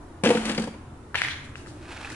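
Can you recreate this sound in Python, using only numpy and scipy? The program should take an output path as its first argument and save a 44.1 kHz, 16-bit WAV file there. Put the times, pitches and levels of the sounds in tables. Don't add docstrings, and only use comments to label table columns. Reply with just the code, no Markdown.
import sys
import numpy as np
from scipy import signal
from scipy.fft import rfft, irfft, next_fast_len
from scipy.io import wavfile
from scipy.ndimage import uniform_filter1d

SR = 44100
rng = np.random.default_rng(int(sys.argv[2]) if len(sys.argv) > 2 else 0)


def master(y):
    cut = np.clip(np.atleast_2d(y).T, -1, 1)
    pcm = np.round(cut * 32767)
    wavfile.write(sys.argv[1], SR, pcm.astype(np.int16))


N = 94815

# freq_hz, density_db
TICK_SPECTRUM = [(150, -1), (500, -5), (900, -3), (2000, 5.5), (4000, -1.5), (6500, -8), (8500, -16.5),
                 (11500, -13)]
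GRIT_SPECTRUM = [(1000, -22), (3000, -2), (4500, 1), (6500, -0.5), (8300, -2), (10000, -7), (11500, -9)]
CHIP_SPECTRUM = [(150, -21), (500, -23), (900, -10), (1250, -19), (1650, 0), (2200, -2), (2800, -1),
                 (3800, -4.5), (5000, -13), (7500, -23.5), (11500, -25.5)]
TICK_T60_S, PILE_PAN_DB = 0.0075, 3.5


def amp(db):
    return 10 ** (np.asarray(db) / 20)


def unit(x):
    return x / np.sqrt(np.mean(x ** 2) + 1e-20)


def read(points, hz):
    freq_hz, value = np.transpose(points)
    return np.interp(np.log(hz + 1), np.log(freq_hz + 1), value)


def level(points):
    time_s, level_db = np.transpose(points)
    return amp(np.interp(np.arange(N) / SR, time_s, level_db, left=-200, right=-200))


def add(mix, start_s, sound):
    part = mix[..., round(start_s * SR):][..., :sound.shape[-1]]
    part += sound[..., :part.shape[-1]]


def colour(x, spectrum):
    n = x.shape[-1]
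    gain = amp(read(spectrum, np.fft.rfftfreq(n, 1 / SR)))
    return unit(irfft(rfft(x) * gain, n))


def diffuse(x):
    # freq_hz, coherence
    likeness = [(100, .99), (300, 0.96), (600, 0.73), (1200, 0.34), (2500, 0.17), (5000, 0)]
    n = x.shape[-1]
    a, b = rfft(x)
    coherence = read(likeness, np.fft.rfftfreq(n, 1 / SR))
    mid, side = a * np.sqrt((1 + coherence) / 2), b * np.sqrt((1 - coherence) / 2)
    return irfft(np.array([mid + side, mid - side]), n)


def place(x, pan_db):
    # freq_hz, factor
    pan_factor = [(150, .02), (350, 0.086), (600, 0.51), (1500, 0.7), (5000, 1.2)]
    lead_s_per_db = 22e-6
    n = x.shape[-1]
    padded = next_fast_len(2 * n)
    hz = np.fft.rfftfreq(padded, 1 / SR)
    left = amp(pan_db * read(pan_factor, hz) / 2) * np.exp(1j * np.pi * hz * pan_db * lead_s_per_db)
    return irfft(rfft(x, padded) * np.array([left, 1 / left]), padded)[:, :n]


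def burst(t, spectrum, t60_s, spread=0.3, rise_s=0.00025, blow=0):
    noise = rng.standard_normal(len(t)) + spread * diffuse(rng.standard_normal((2, len(t))))
    fade = amp(-60 * t / t60_s) * (1 - np.exp(-t / rise_s))
    puff = np.sqrt(1 - blow) * noise * fade + np.sqrt(blow) * np.linalg.norm(fade) * (t == 0)
    gain = unit(amp(read(spectrum, abs(np.fft.fftfreq(len(t), 1 / SR)))))
    minimum_phase = np.exp(np.conj(signal.hilbert(np.log(gain))))
    return np.fft.ifft(np.fft.fft(puff) * minimum_phase).real


def ring(t, modes):
    return sum(amp(db + rng.normal() - 60 * t / t60_s) * np.sin(2 * np.pi * hz * t)
               for hz, db, t60_s in modes)


def grains(spectrum, spread, rate_per_s=3500, size_scale_db=2):
    size = amp(size_scale_db * np.minimum(rng.exponential(1, (3, N)), 5))
    clicks = size * rng.choice([-1, 1], (3, N)) * (rng.random((3, N)) < rate_per_s / SR)
    return colour(clicks[0] + spread * diffuse(clicks[1:]), spectrum)


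def air(rms_db=-44.5, patch_db=2):
    # freq_hz, density_db
    spectrum = [(20, -4.5), (32, -2), (60, -3.5), (84, -4), (100, -5.5), (120, 0), (160, -10), (240, -10),
                (330, -8), (450, -16.5), (650, -17.5), (1000, -15.5), (1600, -24.5), (2500, -34),
                (5000, -39.5), (11500, -40.5)]
    bins = signal.stft(diffuse(rng.standard_normal((2, N))), nperseg=2048)[2]
    drift = uniform_filter1d(rng.standard_normal(bins.shape[1:]), size=10, axis=1)
    patches = unit(uniform_filter1d(drift, size=4, axis=0))
    wash = signal.istft(bins * amp(patch_db * patches), nperseg=2048)[1][:, :N]
    return amp(rms_db) * colour(wash, spectrum)


def drone():
    # time_s, level_db
    swell = [(0, -52), (.9, -61), (1.3, -54), (1.55, -51), (1.72, -45.5), (1.9, -53.5), (2.15, -47)]
    # freq_hz, density_db
    spectrum = [(120, -31), (230, -10), (290, -0.5), (350, -4.5), (430, -12), (800, -37)]
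    return level(swell) * colour(diffuse(rng.standard_normal((2, N))), spectrum)


def hum(pitch_hz=83.4, wander_hz=3.23, rms_db=-51.5):
    hz = pitch_hz + wander_hz * unit(uniform_filter1d(rng.standard_normal(N), size=6000))
    return amp(rms_db) * np.sqrt(2) * np.sin(2 * np.pi * np.cumsum(hz) / SR)


def bucket(low_cut_hz=110):
    # start_s, thud_db, floor_db, wall_db, crack_db, grit_db
    landings = [(0.2363, -12.5, -17, -23.5, -21, -29.5), (0.2472, -23, -14.5, -23, -21.5, -33),
                (0.2521, -26, -23, -47, -19, -31), (.2590, -14.5, -15.5, -14.5, -20, -34),
                (.2720, -27, -26, -26, -18.5, -38), (.2895, -17, -47, -39, -24.5, -34),
                (.3035, -17, -39, -10.5, -20.5, -32), (.3495, -18, -25.5, -29, -26.5, -45),
                (0.3717, -26.5, -24, -30, -26, -42), (.4535, -28.5, -28.5, -44, -26, -31.5),
                (0.4938, -28, -28, -34, -24, -37), (0.5142, -34.5, -22.5, -45, -29, -38),
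                (0.5471, -42, -44, -42, -30.5, -39.5), (0.5796, -22, -28, -24, -24, -37.5),
                (.5960, -25.5, -19, -42, -44, -37), (0.621, -36, -32.5, -38, -40, -39.5),
                (0.6388, -30, -45, -38, -39.5, -39), (.6740, -25.5, -42, -44, -39, -50),
                (.7400, -35, -44, -62, -49, -63)]
    # pitch_hz, level_db, t60_s
    floor_modes = [(221.6, 0.5, .24), (148, -18, 0.1), (305.5, -11.5, 0.17)]
    wall_modes = [(482.3, -0.5, 0.14), (530, -25, 0.071), (383, -17, 0.13), (698, -14.5, 0.16),
                  (718.5, -18.5, 0.19), (803, -17, .15), (873, -24, .18), (921, -18, 0.21),
                  (1063, -26, .15)]
    # freq_hz, density_db
    thud_spectrum = [(50, -41), (100, -14), (140, -7), (250, -5), (350, -8.5), (500, -2), (620, -18),
                     (900, -14.5), (1500, -35), (4000, -51)]
    crack_spectrum = [(300, -16.5), (700, -9), (1100, -7.5), (1600, 1.5), (2200, -1), (2950, 1), (3700, -7),
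                      (6000, -19), (11000, -34)]
    slide_spectrum = [(80, -28), (250, 11), (500, 2.5), (800, -0.5), (1300, -1.5), (2300, -1), (4000, -7.5),
                      (6000, -13), (8500, -13.5), (11500, -21)]
    # start_s, level_db, pitch_hz, t60_s
    clinks = [(0.2522, -18, 2930, .02), (0.2717, -16.5, 2640, 0.024), (0.372, -22.5, 1510, 0.023),
              (0.5784, -19.5, 4620, .011), (.6380, -29.5, 1620, 0.022)]
    # time_s, level_db
    slide = [(.235, -51), (.245, -30), (.32, -29.5), (.39, -34.5), (.44, -36), (.46, -33), (.495, -27.5),
             (.53, -34), (.568, -41), (.59, -37.5), (.645, -42.5), (.69, -65), (.78, -84)]
    out, t = np.zeros((2, N)), np.arange(12288) / SR
    boom_rise = 1 - np.exp(-t / 0.0017)
    for start_s, thud_db, floor_db, wall_db, crack_db, grit_db in landings:
        boom = (amp(floor_db) * ring(t, floor_modes) + amp(wall_db) * ring(t, wall_modes)) * boom_rise
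        thud = amp(thud_db) * burst(t, thud_spectrum, t60_s=0.068, spread=0.28, rise_s=0.0011, blow=0.29)
        crack = amp(crack_db) * burst(t, crack_spectrum, t60_s=0.047, spread=0.38, rise_s=0.00074)
        snap = amp(grit_db + 5) * burst(t, TICK_SPECTRUM, TICK_T60_S)
        grit = amp(grit_db) * burst(t, GRIT_SPECTRUM, t60_s=0.055, spread=0.8, rise_s=0.00067)
        add(out, start_s, boom + thud + crack + snap + grit)
    for start_s, level_db, pitch_hz, t60_s in clinks:
        add(out, start_s, ring(t, [(pitch_hz, level_db, t60_s)]))
    out += level(slide) * grains(slide_spectrum, spread=0.9)
    low_cut = signal.butter(2, low_cut_hz, "high", fs=SR, output="sos")
    return place(signal.sosfilt(low_cut, out), pan_db=4.5)


def clacks(hard_blow_db=-14, brighten_db_per_db=0.56):
    # start_s, level_db, pitch_hz, swell_steps, pan_db
    strikes = [(1.1444, -15.5, 1530, 0.68, 4), (1.1520, -16, 1720, 0.91, 3.5),
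               (1.1555, -9, 2150, 0.46, 5.5), (1.1592, -21.5, 1910, .8, 8.5), (1.1855, -22, 2420, 0.88, 0),
               (1.2180, -7.5, 2000, 0.52, 5), (1.2365, -20, 1950, 1, -11), (1.2440, -26, 2150, 2.2, 2),
               (1.2482, -17, 2060, 1.1, -1.5), (1.2766, -27, 1760, 0.75, -6), (1.2850, -14, 1890, 0.42, -1),
               (1.5553, -27.5, 1700, 0.73, 6.5), (1.5558, -32, 2630, 1.07, 5),
               (1.6620, -36.5, 1750, 0.76, 6), (1.6710, -37.5, 1370, 1.3, 11), (1.9170, -36, 2360, 0.8, -3),
               (1.9770, -31.5, 2370, 0.87, -2.5), (2.015, -34, 2440, 0.51, 2),
               (2.0470, -25, 1690, 0.48, -3), (2.0476, -29, 2540, 1.7, -1), (2.074, -30, 1610, 0.85, -2),
               (2.1030, -29, 1950, 0.9, -3)]
    swell_step_s = 0.00099
    out, t = np.zeros((2, N)), np.arange(8192) / SR
    for start_s, level_db, pitch_hz, swell_steps, pan_db in strikes:
        age = t / (swell_steps * swell_step_s)
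        envelope = age * np.exp((1 - age ** 2) / 2)
        phase = 2 * np.pi * pitch_hz * t
        tone = np.sin(phase) + amp(-13.5) * np.sin(0.49 * phase) + amp(-25) * np.sin(3.01 * phase)
        chips = amp(-23) * burst(t, CHIP_SPECTRUM, t60_s=0.067, spread=0.91)
        tick_db = -15 + brighten_db_per_db * (level_db - hard_blow_db)
        tick = amp(tick_db) * burst(t, TICK_SPECTRUM, TICK_T60_S)
        add(out, start_s, place(amp(level_db) * (envelope * tone + tick + chips), pan_db))
    return out


def pile_thuds():
    # start_s, level_db, t60_s
    pushes = [(1.1446, -28.5, 0.086), (1.1560, -33.5, 0.07)]
    # freq_hz, density_db
    spectrum = [(60, -16), (150, 1.5), (300, -12), (600, -4), (850, 5), (1200, -3), (2500, -2), (6000, -36)]
    out, t = np.zeros((2, N)), np.arange(8192) / SR
    for start_s, level_db, t60_s in pushes:
        add(out, start_s, place(amp(level_db) * burst(t, spectrum, t60_s), PILE_PAN_DB))
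    return out


def rubble():
    # time_s, level_db
    settle = [(1.145, -61), (1.16, -34), (1.185, -30), (1.21, -40.5), (1.25, -34), (1.295, -40.5),
              (1.318, -39.5), (1.36, -72), (1.45, -65)]
    skid = [(1.285, -60), (1.303, -38), (1.318, -36.5), (1.338, -43), (1.36, -63)]
    # freq_hz, density_db
    skid_spectrum = [(1000, -31), (2000, -4), (2700, -9), (3300, 3), (4100, 1), (4900, -12.5), (6200, -10),
                     (8000, -26), (11500, -30)]
    # start_s, length_s, level_db
    scuffs = [(1.167, 0.061, -44), (1.233, .025, -42), (1.44, .04, -53.5), (1.559, 0.082, -52.5),
              (1.668, 0.063, -51.5), (2.098, .015, -44), (2.115, 0.027, -45)]
    scuff_gain = np.zeros(N)
    for start_s, length_s, level_db in scuffs:
        progress = np.clip((np.arange(N) / SR - start_s) / length_s, 0, 1)
        scuff_gain += amp(level_db) * np.sin(np.pi * np.sqrt(progress))
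    settling = level(settle) * grains(CHIP_SPECTRUM, spread=0.92)
    skidding = level(skid) * grains(skid_spectrum, spread=1.2)
    scuffing = scuff_gain * grains(GRIT_SPECTRUM, spread=1.6)
    return place(settling + skidding + scuffing, PILE_PAN_DB)


def slab(catch_db=2):
    # time_s, level_db
    scrape = [(1.75, -64), (1.83, -52), (1.89, -47), (1.925, -39.5), (1.958, -44), (1.977, -41.5),
              (2.0, -44), (2.05, -40), (2.09, -43), (2.108, -43), (2.15, -45)]
    # freq_hz, density_db
    spectrum = [(120, -26), (300, -2), (480, -1.5), (600, -3.5), (800, 2), (1100, -2), (1600, 3.5),
                (2050, -4), (2480, 1), (2900, -6.5), (4000, -8), (5500, -12.5), (11500, -21)]
    catch = amp(catch_db * unit(uniform_filter1d(rng.standard_normal(N), size=500)))
    return place(level(scrape) * catch * grains(spectrum, spread=0.42), pan_db=-1)


def yard(x, wet_db, side_db=0, build_s=0.021):
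    # freq_hz, t60_s
    decay = [(150, 0.49), (600, 0.59), (2000, 0.76), (4500, 0.48), (10000, 0.49)]
    # freq_hz, gain_db
    echo_colour = [(100, 6), (500, -7), (1200, 0), (2000, -4.5), (3500, -3), (10000, 1.5)]
    taps = diffuse(rng.standard_normal((2, SR)) * (rng.random((2, SR)) < 0.1))
    hz, t, bins = signal.stft(taps, SR, nperseg=256)
    fade = amp(-60 * t / read(decay, hz)[:, None])
    build = 1 - np.exp(-(t / build_s) ** 2)
    tail = signal.istft(bins * fade * build, SR, nperseg=256)[1]
    gain = amp(read(echo_colour, np.fft.rfftfreq(tail.shape[1], 1 / SR)))
    tail = irfft(rfft(tail / np.linalg.norm(tail[0])) * gain)
    echoes = signal.fftconvolve(x[:1], tail[:, :int(0.75 * SR)], axes=1)[:, :N]
    return x + amp([[wet_db + side_db / 2], [wet_db - side_db / 2]]) * echoes


def scene():
    tumble = yard(bucket(), wet_db=-11, side_db=0.3)
    stones = yard(clacks() + pile_thuds() + rubble(), wet_db=-5)
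    scrape = yard(slab(), wet_db=-6, side_db=-5)
    return air() + drone() + hum() + tumble + stones + scrape


def record(dry):
    edge_hz = 11130
    low_pass = signal.firwin(255, edge_hz, window=("kaiser", 7), fs=SR)
    return signal.oaconvolve(dry, low_pass[None], "same")


dry = scene()
out = record(dry)
master(out)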